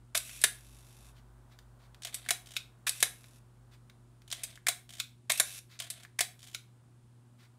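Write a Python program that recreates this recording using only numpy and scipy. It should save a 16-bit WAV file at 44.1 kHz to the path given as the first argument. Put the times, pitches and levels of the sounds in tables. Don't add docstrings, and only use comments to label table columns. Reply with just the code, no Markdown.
import sys
import numpy as np
from scipy import signal
from scipy.fft import rfft, irfft
from scipy.io import wavfile
from scipy.ndimage import uniform_filter1d, map_coordinates

SR = 44100
rng = np.random.default_rng(int(sys.argv[2]) if len(sys.argv) > 2 else 0)


def materialize(psi):
    bounded = np.clip(np.atleast_2d(psi).T, -1, 1)
    quanta = np.round(bounded * 32767).astype(np.int16)
    wavfile.write(sys.argv[1], SR, quanta)


N = 334322
TIME = np.arange(N) / SR


def from_db(db):
    return 10 ** (np.asarray(db) / 20)


def at_hz(points, hz):
    known_hz, values = np.transpose(points)
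    return np.interp(np.log(np.maximum(hz, 1)), np.log(known_hz), values)


def add(track, start_s, sound):
    start = max(0, round(start_s * SR))
    part = sound[:max(0, N - start)]
    track[start:start + len(part)] += part


def colour(x, tone, size=4096):
    hz = np.arange(size // 2 + 1) * SR / size
    gain = from_db(at_hz(tone, hz)) * np.clip((hz + 1) / tone[0][0], 0, 1) ** 2
    cepstrum = irfft(np.log(gain))[:size // 2]
    cepstrum[1:] *= 2
    response = irfft(np.exp(rfft(cepstrum, size)))
    return signal.oaconvolve(x, response / np.linalg.norm(response))[:N]


def resonate(x, peaks):
    for hz, width_hz, db in peaks:
        w, half, a = 2 * np.pi * hz / SR, np.pi * width_hz / SR, from_db(db / 2)
        feedback = [1 + half / a, -2 * np.cos(w), 1 - half / a]
        x = signal.lfilter([1 + half * a, -2 * np.cos(w), 1 - half * a], feedback, x)
    return x


def drift(per_s):
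    return map_coordinates(rng.standard_normal(400), [TIME * per_s], order=3, mode="mirror")


def ring(clicks, hz, fade_s):
    r, w = from_db(-60 / (fade_s * SR)), 2 * np.pi * hz / SR
    return signal.lfilter([0, np.sin(w)], [1, -2 * r * np.cos(w), r * r], clicks + 1e-18)


def clatter(fade_s, rise_s=.0012, steady_hz=1300, lump_db=3.4, lump_hz=130):
    t = np.arange(SR // 8) / SR
    hz = np.arange(len(t) // 2 + 1) * SR / len(t)
    fade = from_db(-60 * t / fade_s) * (1 - np.exp(-t / rise_s))
    depth_db = lump_db * hz / (hz + steady_hz)
    lumps = from_db(depth_db * np.interp(hz / lump_hz, np.arange(200), rng.standard_normal(200)))
    burst = rng.standard_normal(len(t)) * fade
    for _ in range(3):
        spectrum = rfft(burst)
        even = irfft(lumps * spectrum / (np.abs(spectrum) + 1e-12), len(t))
        burst = fade * even / np.sqrt(np.abs(uniform_filter1d(even ** 2, size=128)) + 1e-18)
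    return burst


def strike(hits, tone, gain_db, fade_s, modes=(), crack=2.4, crack_after_s=.001):
    clicks, bursts = np.zeros(N), np.zeros(N)
    for s, db, *_ in hits:
        add(clicks, s + crack_after_s, from_db([db]))
        add(bursts, s, from_db(db) * clatter(fade_s))
    rings = sum(from_db(db) * ring(clicks, hz, ring_s) for hz, db, ring_s in modes)
    return from_db(gain_db) * (colour(bursts + crack * clicks, tone) + rings)


def motion(spans):
    gain = sum(from_db(db) * ((TIME > start) & (TIME < end)) for start, end, db in spans)
    return uniform_filter1d(gain, size=200)


def friction(snags_per_s=700, uneven_db=1.0, fade_s=0.051):
    snags = (rng.random(N) < snags_per_s / SR) * from_db(uneven_db * np.clip(rng.standard_normal(N), -2, 2))
    power = signal.lfilter([1], [1, -from_db(-120 / (fade_s * SR))], snags ** 2 + 1e-18)
    return np.sqrt(power / power.mean()) * rng.standard_normal(N)


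# pitch_hz, level_db
HUM = [(120, -60), (240, -76.5), (360, -79)]
def mains_hum():
    return sum(np.sqrt(2) * from_db(db) * np.sin(2 * np.pi * (hz * TIME + rng.random())) for hz, db in HUM)


# time_s, drone_db, air_db
NOISE_LEVELS = [(0, -64.5, -70), (1.0, -57.5, -65), (2.399, -68.5, -65.5), (4.197, -68, -69.5),
                (5.101, -73, -76.5), (7.58, -84.5, -70.5)]
# pitch_hz, level_db
AIR_TONE = [(200, -3.5), (950, 0), (1500, -4), (2500, -21), (5000, -24)]
FLOOR_TONE = [(15, -52), (25, -23), (66, -12), (122, -8.5), (169, -12.5), (246, -12.5), (469, -27),
              (1340, -36), (3170, -36.5), (6000, -41), (9050, -35), (12500, -47.5), (15500, -61)]
def room_noise(drone_hz=52.4, drone_waver_db=2.5, air_waver_db=0.84):
    times, *columns = np.transpose(NOISE_LEVELS)
    drone_db, air_db = [np.interp(TIME, times, column) for column in columns]
    wave = np.sqrt(2) * np.sin(2 * np.pi * drone_hz * TIME + .5 * drift(9))
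    drone = from_db(drone_db - 1 + drone_waver_db * drift(11)) * wave
    air = from_db(air_db - 4 + air_waver_db * drift(8.2)) * colour(rng.standard_normal(N), AIR_TONE)
    return drone + air + from_db(-67) * colour(rng.standard_normal(N), FLOOR_TONE)


# start_s, level_db, travel_s
OPENING = [(.149, -14, 0.026), (2.868, -15, 0.025), (5.298, -10.5, .021)]
# pitch_hz, level_db
OPENING_TONE = [(120, -55), (200, -23), (392, -22), (690, -3.5), (1300, -3), (1480, -0.5), (3680, -2.5),
                (5110, -11.5), (8350, -7), (15500, -19.5)]
def first_curtain(trip_lead_s=.0019, rebound_s=.0033):
    hits = []
    for s, db, _ in OPENING:
        hits += [(s - trip_lead_s, db - 15), (s, db), (s + rebound_s, db + 1.5)]
    return strike(hits, OPENING_TONE, gain_db=-9, fade_s=.024, crack=3)


CLOTH_SETTLE_S = .0042
# pitch_hz, level_db
RUN_TONE = [(600, -14.5), (1000, -12.5), (1650, -9.5), (2650, -7), (4800, -6.5), (8300, -4), (11000, -2),
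            (15500, -19)]
# pitch_hz, width_hz, boost_db
PLATE = [(2670, 400, 8.5), (3548, 400, 4), (5660, 480, 4)]
def through_plate(x):
    return resonate(colour(x, RUN_TONE), PLATE)


def cloth(level_db=-33):
    runs = [(s, s + travel + CLOTH_SETTLE_S, level_db) for s, _, travel in OPENING]
    return through_plate(motion(runs) * friction())


# pitch_hz, level_db
SNAP_TONE = [(290, -52), (500, -20.5), (1270, -20), (2430, -9.5), (5050, -8.5), (7240, -10.5), (7890, -0.5),
             (11300, -6.5), (15500, -23)]
def brake(level_db=-10.5):
    hits = [(s + travel, level_db) for s, _, travel in OPENING]
    return strike(hits, SNAP_TONE, gain_db=-8, fade_s=.022, crack=3)


# pitch_hz, width_hz, boost_db
LOADED_PLATE = [(2500, 400, 5), (4800, 700, -6)]
def timer_whirr():
    waits = [(s + travel + CLOTH_SETTLE_S, shut_s, whirr_db)
             for (s, _, travel), (shut_s, _, whirr_db, _) in zip(OPENING, CLOSING)]
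    whirr = motion(waits) * friction(snags_per_s=540, uneven_db=2)
    return through_plate(resonate(whirr, LOADED_PLATE))


# start_s, level_db
KNOCKS = [(.293, -33.5), (1.588, -39.5), (1.945, -42.5), (3.241, -42), (3.897, -42), (4.218, -47.5)]
# pitch_hz, level_db
BODY_TONE = [(400, -25), (1200, -1), (2200, -2.5), (4000, -4), (8000, -13.5), (15000, -18)]
def knocks():
    return strike(KNOCKS, BODY_TONE, gain_db=-5, fade_s=.021)


# start_s, slam_db, whirr_db, bounce_db
CLOSING = [(0.438, -5, -51.5, -9.5), (3.0263, -5.5, -51, -19.5), (5.398, -5.5, -42.5, -18)]
# pitch_hz, level_db
CLOSING_TONE = [(88, -56), (150, -33.5), (490, -13), (1270, -12.5), (1630, -2), (2410, -11), (3690, -5.5),
                (4390, -10.5), (6860, -9.5), (10900, -2.5), (12700, -18), (14600, -17.5), (15500, -28)]
# pitch_hz, level_db, fade_s
SLAM_RINGS = [(1675, -40, 0.19), (3650, -34, 0.17), (10700, -31.5, .11)]
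def second_curtain(catch_lead_s=.0233, catch_db=-23.5, bounce_s=.004):
    catches = [(s - catch_lead_s, catch_db) for s, *_ in CLOSING]
    bounces = [(s + bounce_s, db) for s, *_, db in CLOSING]
    slams = strike(CLOSING + bounces, CLOSING_TONE, gain_db=-4.5, fade_s=.029, modes=SLAM_RINGS, crack=3)
    return strike(catches, SNAP_TONE, gain_db=-8, fade_s=.056) + slams


# start_s, end_s, beats_per_s, level_db
RUN_BACK = [(0.546, 1.119, 100, -46.5), (3.133, 3.39, 80, -48), (5.451, 5.588, 190, -32.5)]
def timer_run_back(offbeat_db=-4, offbeat_early=.25, jitter_s=.0001, uneven_db=1.5):
    beats = np.zeros(N)
    for start, end, per_s, db in RUN_BACK:
        for k, (late, strength) in enumerate(rng.standard_normal((56, 2))):
            offbeat = k % 2
            s = start + (k - offbeat_early * offbeat) / per_s + jitter_s * late
            beat = from_db(db - 8 + offbeat_db * offbeat + uneven_db * strength) * clatter(fade_s=.024)
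            if s < end:
                add(beats, s, beat)
    wheels = motion([(start, end, db - 23) for start, end, _, db in RUN_BACK]) * friction()
    return through_plate(wheels + beats)


# start_s, end_s, level_db
RUBS = [(1.155, 1.205, -67), (1.51, 1.55, -65.5), (3.72, 3.755, -64), (1.80, 1.87, -70), (5.70, 5.77, -61),
        (7.39, 7.47, -67)]
def finger_rubs():
    return colour(uniform_filter1d(motion(RUBS), size=1200) * friction(), BODY_TONE)


# start_s, level_db, slack_lead_s, slack_db, grit_db
GEARS = [(2.048, -24, 0.015, -27, -52), (4.325, -21, .0115, -18.5, -55.5), (5.7998, -23.5, 0.01, -26, -54)]
# start_s, level_db
TEETH = [(2.0202, -37), (2.0695, -32), (4.2775, -43.5), (4.3017, -37.5), (4.3444, -41), (4.3674, -42),
         (4.5037, -45), (4.5553, -42.5), (5.82, -31), (5.8402, -38), (6.0325, -40), (6.4281, -40.5),
         (6.4397, -41.5), (6.4716, -40.5), (6.4815, -45.5)]
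# pitch_hz, level_db
SLACK_TONE = [(1650, -11), (3270, -3), (5010, 0), (8490, -4), (15500, -32)]
GEAR_TONE = [(400, -33), (694, -4.5), (957, -10), (2630, -5.5), (3010, 2), (4160, -6.5), (8800, -5.5),
             (15500, -19)]
GRIT_TONE = [(400, -14), (700, 0), (1000, -6), (3500, 1.5), (5500, -10.5), (9500, -6), (15500, -22)]
def gears(run_s=.242, fade_db_per_s=33):
    slack_hits = [(s - lead, db) for s, _, lead, db, _ in GEARS]
    slack = strike(slack_hits, SLACK_TONE, gain_db=-11.5, fade_s=.034)
    teeth = strike(GEARS + TEETH, GEAR_TONE, gain_db=-5, fade_s=.036)
    runs = [(s, s + run_s, db - fade_db_per_s * np.clip(TIME - s, 0, run_s)) for s, *_, db in GEARS]
    grit = motion(runs) * friction(snags_per_s=170, uneven_db=2.5, fade_s=.045)
    return slack + teeth + colour(grit, GRIT_TONE)


# start_s, level_db
PAWLS = [(2.1424, -20.5), (4.434, -20), (5.901, -21.5)]
def pawl():
    return strike(PAWLS, SNAP_TONE, gain_db=-8, fade_s=.056)


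# start_s, level_db
TOCKS = [(2.261, -36.5), (4.5745, -43), (6.049, -38.5)]
# pitch_hz, level_db
TOCK_TONE = [(874, -12), (1700, 3.5), (2570, -10), (12000, -24)]
def tocks():
    return strike(TOCKS, TOCK_TONE, gain_db=-3, fade_s=.022)


# start_s, stop_db, latch_db, touch_db
STOPS = [(2.306, -10.5, -25.5, -26), (4.684, -10, -18.5, -41), (6.206, -9.5, -18.5, -36)]
# pitch_hz, level_db
LATCH_TONE = [(250, -43.5), (669, -19), (1200, -17.5), (2160, -2), (2800, -18.5), (3330, -13),
              (4240, -16.5), (8920, -12), (15500, -27)]
STOP_TONE = [(200, -53), (371, -11.5), (554, -15), (702, -1), (874, -10), (1030, -7.5), (1950, -4.5),
             (6130, -6), (9480, -2), (15500, -16.5)]
# pitch_hz, level_db, fade_s
STOP_RINGS = [(691, -33, 0.11), (1880, -47, 0.36), (3350, -20, 0.089), (3930, -27, 0.17), (8000, -32, 0.1),
              (9500, -28.5, 0.16)]
def latch_and_stop(latch_lead_s=.016, touch_lead_s=.0027):
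    hits = []
    for s, _, latch_db, touch_db in STOPS:
        hits += [(s - latch_lead_s - touch_lead_s, touch_db), (s - latch_lead_s, latch_db)]
    latches = strike(hits, LATCH_TONE, gain_db=-2.5, fade_s=.033, crack=6.6)
    return latches + strike(STOPS, STOP_TONE, gain_db=-6.5, fade_s=.04, modes=STOP_RINGS)


# home_s, home_db, swing_s, teeth_db
LEVER = [(2.5651, -17.5, .109, -39.5), (4.999, -17, 0.11, -39), (6.546, -21.5, 0.16, -44.5)]
# pitch_hz, level_db
LEVER_TONE = [(450, -37), (661, -18), (863, -23.5), (1470, -7.5), (1730, -19), (2550, -0.5), (3230, -9),
              (3690, -0.5), (4400, -10), (9230, -13.5), (15500, -24)]
# pitch_hz, level_db, fade_s
LEVER_RINGS = [(3740, -44, .12), (3935, -45, .13)]
def lever_return(tooth_gap_s=.016, jitter_s=.002, uneven_db=1.5, graze_lead_s=.0055):
    hits = []
    for home_s, home_db, swing_s, teeth_db in LEVER:
        for k, (late, strength) in enumerate(rng.standard_normal((24, 2))):
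            gone_s = k * tooth_gap_s
            if gone_s < swing_s - graze_lead_s:
                s = home_s - swing_s + gone_s + jitter_s * late
                swell_db = np.sin(np.pi * gone_s / swing_s) - 1
                hits.append((s, teeth_db + swell_db + uneven_db * strength))
        hits.append((home_s - graze_lead_s, home_db - 17.5))
    ratchet = strike(hits, GEAR_TONE, gain_db=-8, fade_s=.042)
    return ratchet + strike(LEVER, LEVER_TONE, gain_db=-5, fade_s=.032, modes=LEVER_RINGS)


# pitch_hz, fade_s, level_db
ROOM = [(300, 0.31, -9.5), (2500, 0.3, -11), (9500, 0.23, -10), (15280, 0.36, -12.5)]
def room_echo(x, first_echo_s=.0023, scatter_db=-13, scatter_fade_s=.07):
    t, tail = TIME[:SR // 2], 0
    edges = np.geomspace(150, 17000, 11)
    for low, high in zip(edges, edges[1:]):
        fade_s, echo_db = [at_hz([(row[0], row[k]) for row in ROOM], np.sqrt(low * high)) for k in (1, 2)]
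        late, near = [from_db(-60 * t / s) * (t > first_echo_s) for s in (fade_s, scatter_fade_s)]
        fade = np.hypot(from_db(echo_db) * late / np.linalg.norm(late),
                        from_db(scatter_db) * near / np.linalg.norm(near))
        band = signal.butter(2, [low, high], "band", fs=SR, output="sos")
        tail = tail + signal.sosfilt(band, fade * rng.standard_normal(len(t)))
    return signal.oaconvolve(x, tail)[:N]


# pitch_hz, width_hz, boost_db
SHELL = [(708.3, 130, 4.5), (879, 130, -13), (1043, 67, 3), (1240, 92, -4), (1686, 170, 1.5),
         (2170, 75, 2.5), (2840, 260, -4.5), (3830, 710, 3.5), (4160, 200, -3), (8030, 90, 1.5)]
def scene():
    background = mains_hum() + room_noise()
    shots = first_curtain() + cloth() + brake() + timer_whirr() + second_curtain() + timer_run_back()
    handling = knocks() + finger_rubs()
    winding = gears() + pawl() + tocks() + latch_and_stop() + lever_return()
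    camera = resonate(shots + handling + winding, SHELL)
    return (background + camera + room_echo(camera))[None]


def record(dry):
    return signal.sosfilt(signal.ellip(10, .2, 80, 15600, fs=SR, output="sos"), dry)


dry = scene()
out = record(dry)
materialize(out)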